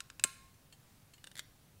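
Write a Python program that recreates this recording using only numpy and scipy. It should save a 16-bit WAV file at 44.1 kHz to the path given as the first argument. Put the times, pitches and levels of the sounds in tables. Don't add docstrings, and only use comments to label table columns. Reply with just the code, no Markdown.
import sys
import numpy as np
from scipy import signal
from scipy.fft import rfft, irfft
from scipy.io import wavfile
from scipy.ndimage import uniform_filter1d

SR = 44100
rng = np.random.default_rng(int(sys.argv[2]) if len(sys.argv) > 2 else 0)


def transcribe(u):
    v = np.clip(np.atleast_2d(u).T, -1, 1)
    q = np.round(v * 32767).astype(np.int16)
    wavfile.write(sys.argv[1], SR, q)


N = 79380

# (frequency [Hz], level [dB], t60 [s])
FRAME_MODES = [(1068.6, -52.5, .7), (1073.3, -52.5, .7), (1380, -52, .35), (2134, -59, .6),
               (2440, -64, .45), (2490, -64, .4), (3025, -66, .35), (4043, -60, .3), (4678, -68, .4),
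               (6584, -63, .35), (8888, -65, .4)]


def amp(db):
    return 10 ** (np.asarray(db) / 20)


def unit(x):
    return x / np.sqrt(np.mean(x ** 2) + 1e-20)


def log_interp(points, hz):
    point_hz, value = np.transpose(points)
    return np.interp(np.log(hz + 1), np.log(point_hz + 1), value)


def add(mix, start_s, sound):
    part = mix[max(round(start_s * SR), 0):][:len(sound)]
    part += sound[:len(part)]


def body_gain(body, hz, floor_db=-34, low_cut_hz=200):
    power = sum(amp(db) ** 2 / (1 + ((hz - f) / (.8 * width)) ** 2) ** 2 for f, width, db in body)
    floor = amp(max(db for _, _, db in body) + floor_db) / (1 + hz / 6000)
    return np.sqrt(power + floor ** 2) * hz / np.hypot(hz, low_cut_hz)


def minimum_phase(gain):
    log_gain = np.log(np.maximum(gain, 1e-5))
    mirrored = np.r_[log_gain, log_gain[-2:0:-1]]
    return np.exp(np.conj(signal.hilbert(mirrored)))[:len(gain)]


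def chatter(contact, size):
    blow, rise_s, fast_s, slow_s, slow_db = contact
    t = np.arange(size) / SR
    decay = np.exp(-t / fast_s) + amp(slow_db) * np.exp(-t / slow_s)
    force = rng.standard_normal(size) * (1 - np.exp(-t / rise_s)) * decay
    force /= np.linalg.norm(force)
    force[0] += blow
    spectrum = rfft(force)
    smooth_power = uniform_filter1d(uniform_filter1d(abs(spectrum) ** 2, size=40), size=40)
    return spectrum * minimum_phase(smooth_power ** -.5)


def click(body, contact, db=0, tilt_db_oct=0, pitch=1, size=4096):
    hz = np.fft.rfftfreq(size, 1 / SR)
    octaves = np.log2(np.maximum(hz, 1000) / 4000)
    gain = body_gain(body, hz / pitch) * amp(db + tilt_db_oct * octaves)
    return irfft(chatter(contact, size) * minimum_phase(gain))


def ring(modes, db=0, pitch=1):
    t = np.arange(SR) / SR
    return sum(amp(db + mode_db - 60 * t / t60_s) * np.sin(2 * np.pi * hz * pitch * t)
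               for hz, mode_db, t60_s in modes)


def ventilation(rms_db=-64.3, flicker_db=1.0):
    # (frequency [Hz], relative density [dB])
    spectrum = [(10, -5), (45, -2.5), (75, -3.5), (115, 0), (170, -4), (260, -9.5), (400, -15), (650, -17),
                (1100, -19.7), (2200, -22), (4400, -24), (9000, -25), (15500, -25.7)]
    hz, _, noise = signal.stft(rng.standard_normal(N), SR, nperseg=2048)
    patches = uniform_filter1d(rng.standard_normal(noise.shape), size=30, axis=0)
    patches = unit(uniform_filter1d(patches, size=6, axis=1))
    gain = amp(log_interp(spectrum, hz)[:, None] + flicker_db * patches)
    air = signal.istft(noise * gain, SR, nperseg=2048)[1][:N]
    return amp(rms_db) * unit(air)


def mains_hum(waver_depth=.4):
    # (frequency [Hz], level [dB])
    partials = [(49, -83), (97, -76), (146.5, -73)]
    out, t = np.zeros(N), np.arange(N) / SR
    for hz, db in partials:
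        waver = unit(uniform_filter1d(uniform_filter1d(rng.standard_normal(N), size=4000), size=2000))
        out += amp(db) * (1 + waver_depth * waver) * np.sin(2 * np.pi * (hz * t + rng.random()))
    return out


def workshop_reverb(x, build_s=.008):
    # (frequency [Hz], level [dB])
    colour = [(200, -20), (1000, -17.5), (2150, -12.5), (2850, -20), (4100, -14), (5300, -15), (6400, -17),
              (7900, -26), (9300, -17.5), (11000, -14.5), (15000, -17)]
    # (frequency [Hz], t60 [s])
    decay_times = [(200, .5), (2000, .62), (5000, .58), (9000, .5), (15000, .3)]
    hz, t, noise = signal.stft(rng.standard_normal(SR), SR, nperseg=256)
    decay_per_s = np.log(1000) / log_interp(decay_times, hz)[:, None]
    envelope = np.exp(-decay_per_s * t) * np.sqrt(2 * decay_per_s / SR)
    tail = signal.istft(noise * envelope * amp(log_interp(colour, hz))[:, None], SR, nperseg=256)[1]
    onset = 1 - np.exp(-np.arange(len(tail)) / SR / build_s)
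    return signal.fftconvolve(x, tail * onset)[:N]


def early_echoes(x):
    # (delay [s], level [dB], centre [Hz], width [Hz])
    reflections = [(.0051, -8, 3600, 1800), (.0052, -12, 10000, 3000), (.0115, -17, 6500, 9000)]
    out, hz = np.zeros(N), np.fft.rfftfreq(N, 1 / SR)
    for delay_s, db, centre_hz, width_hz in reflections:
        gain = amp(db) / np.hypot(1, 2 * (hz - centre_hz) / width_hz)
        add(out, delay_s, irfft(rfft(x) * gain, N))
    return out


def hands():
    # (centre time [s], level [dB], frequency [Hz], length [s])
    bumps = [(.066, -61, 120, .03), (.555, -61, 95, .05), (1.04, -63, 105, .04), (1.63, -64, 110, .04),
             (1.77, -62, 98, .08)]
    # (centre time [s], level [dB], length [s])
    rubs = [(.47, -75, .16), (.9, -72, .3)]
    # (centre [Hz], width [Hz], relative level [dB])
    rub_bands = [(800, 1200, 4), (2000, 2000, 0), (4200, 2500, -1), (8000, 5000, -5)]
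    out = np.zeros(N)
    for centre_s, db, hz, length_s in bumps:
        t = np.arange(-length_s / 2, length_s / 2, 1 / SR)
        window = np.cos(np.pi * t / length_s) ** 2
        add(out, centre_s - length_s / 2, amp(db) * window * np.cos(2 * np.pi * hz * t))
    t, hz = np.arange(N) / SR, np.fft.rfftfreq(N, 1 / SR)
    hiss = unit(irfft(rfft(rng.standard_normal(N)) * body_gain(rub_bands, hz), N))
    swells = sum(amp(db) * np.exp(-(2 * (t - centre_s) / length_s) ** 2)
                 for centre_s, db, length_s in rubs)
    return out + hiss * swells


def loose_clinks():
    # (time [s], level [dB], ring pitch [ratio])
    touches = [(.541, -13, 1.4), (.7255, -.7, 1.005), (1.1365, -1.5, .99), (1.18, -9, .67)]
    # (frequency [Hz], level [dB], t60 [s])
    modes = [(1790, -63, .05), (2750, -62, .05), (3120, -59, .07), (4355, -55.5, .07), (4820, -68, .07),
             (5464, -70, .08), (6525, -66, .09), (7120, -64, .12), (7741, -68, .12), (8620, -69, .12)]
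    # (centre [Hz], width [Hz], level [dB])
    body = [(3000, 1800, -27), (7400, 1400, -28), (10000, 4000, -35)]
    # (blow [ratio], rise [s], fast decay [s], slow decay [s], slow level [dB])
    contact = (.05, .0008, .005, .012, -10)
    out = np.zeros(N)
    for time_s, db, pitch in touches:
        add(out, time_s, ring(modes, db, pitch))
        add(out, time_s, click(body, contact, db))
    return out


def jaws_opening():
    # (time [s], level [dB], tilt [dB/oct], pitch [ratio])
    ticks = [(1.2417, -.4, 0, 1.01), (1.2682, -13, 1, 1), (1.2717, -1, -.5, .99), (1.3149, -7, -.3, 1.04),
             (1.3544, -3.5, -.7, 1.18)]
    # (time [s], level [dB], tilt [dB/oct])
    knocks = [(1.3673, -13.5, 0), (1.3761, -11.3, 2), (1.384, -11.5, 1.1), (1.393, 0, 0)]
    # (centre [Hz], width [Hz], level [dB])
    tick_body = [(500, 900, -25), (1660, 280, -13), (2940, 300, -14), (3650, 250, -13), (4450, 600, -21),
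                 (5600, 500, -22), (6700, 700, -23), (8350, 700, -18), (9300, 600, -21), (12500, 5000, -35)]
    stop_body = [(600, 900, -17), (1680, 300, -4), (2000, 300, -3), (3500, 500, -3), (4400, 700, -9),
                 (6000, 1200, -14), (7350, 550, -7), (8600, 800, -13), (10200, 1200, -16),
                 (13300, 3500, -21)]
    # (frequency [Hz], level [dB], t60 [s])
    spring_modes = [(1071, -77, 1.0), (1857, -71, .35), (2030, -69, .25), (3284, -72, .4), (3500, -70, .3),
                    (5333, -83, 1.0), (5690, -73, .8)]
    # (blow [ratio], rise [s], fast decay [s], slow decay [s], slow level [dB])
    tick_contact, stop_contact = (.05, .0004, .0012, .004, -21), (.05, .0004, .0014, .007, -23)
    out = np.zeros(N)
    for time_s, db, tilt_db_oct, pitch in ticks:
        add(out, time_s, click(tick_body, tick_contact, db, tilt_db_oct, pitch))
    for time_s, db, tilt_db_oct in knocks:
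        add(out, time_s, click(stop_body, stop_contact, db, tilt_db_oct))
    last_s, last_db, _ = knocks[-1]
    add(out, last_s, ring(spring_modes, last_db))
    return out


def pawl_clicks(frame_db=-21):
    # (time [s], level [dB], tilt [dB/oct], ping level [dB])
    teeth = [(.0044, 0, 0, -7), (.1008, -8.5, -1.3, -12), (.1962, -3.5, .7, 0)]
    # (frequency [Hz], level [dB], t60 [s])
    ping = [(2640, -35, .014)]
    # (centre [Hz], width [Hz], level [dB])
    body = [(1480, 250, -3), (2800, 350, -8.5), (3900, 500, -8.5), (5000, 250, -8), (5700, 300, -9.5),
            (6750, 400, -9), (7900, 700, -9.5), (9100, 600, -15), (10500, 700, -21), (13500, 3000, -30)]
    # (blow [ratio], rise [s], fast decay [s], slow decay [s], slow level [dB])
    contact = (.1, .0005, .0009, .004, -22)
    out = np.zeros(N)
    for time_s, db, tilt_db_oct, ping_db in teeth:
        add(out, time_s, ring(ping, ping_db))
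        add(out, time_s, click(body, contact, db, tilt_db_oct))
        add(out, time_s, ring(FRAME_MODES, db + frame_db))
    return out


def ratchet_snap(snap_s=.2386):
    # (centre [Hz], width [Hz], level [dB])
    body = [(750, 350, -10), (1375, 150, 9.5), (1670, 150, 8), (2160, 130, 4), (2580, 380, 8.5),
            (3010, 150, 6), (3950, 550, 7), (4950, 300, 2.5), (5550, 150, 4), (6500, 330, 10),
            (7460, 220, 14), (8100, 600, 15), (8850, 200, 6), (9580, 450, 9.5), (11000, 1300, -1.5),
            (13800, 3000, -6)]
    # (blow [ratio], rise [s], fast decay [s], slow decay [s], slow level [dB])
    contact = (.08, .0013, .00075, .0038, -19.5)
    thud_s, thud_db, push_s, recoil = .2493, -32.7, .00044, .2
    out = np.zeros(N)
    add(out, snap_s, click(body, contact))
    add(out, snap_s, ring(FRAME_MODES))
    u = (np.arange(N) / SR - thud_s) / push_s
    thud = np.exp(-u ** 2) - recoil * np.exp(-(recoil * u) ** 2)
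    return out + amp(thud_db) * thud


def scene():
    closing_echo_db, opening_reverb_db = -7, -1.3
    closing = pawl_clicks() + ratchet_snap() + loose_clinks() + hands()
    opening = jaws_opening()
    echoes = early_echoes(amp(closing_echo_db) * closing + opening)
    reverb = workshop_reverb(closing + amp(opening_reverb_db) * opening)
    return (closing + opening + echoes + reverb + ventilation() + mains_hum())[None]


def record(dry):
    cutoff_hz = 15820
    taps = signal.firwin(511, cutoff_hz, window=("kaiser", 8), fs=SR)
    return signal.oaconvolve(dry, taps[None], "same")


dry = scene()
out = record(dry)
transcribe(out)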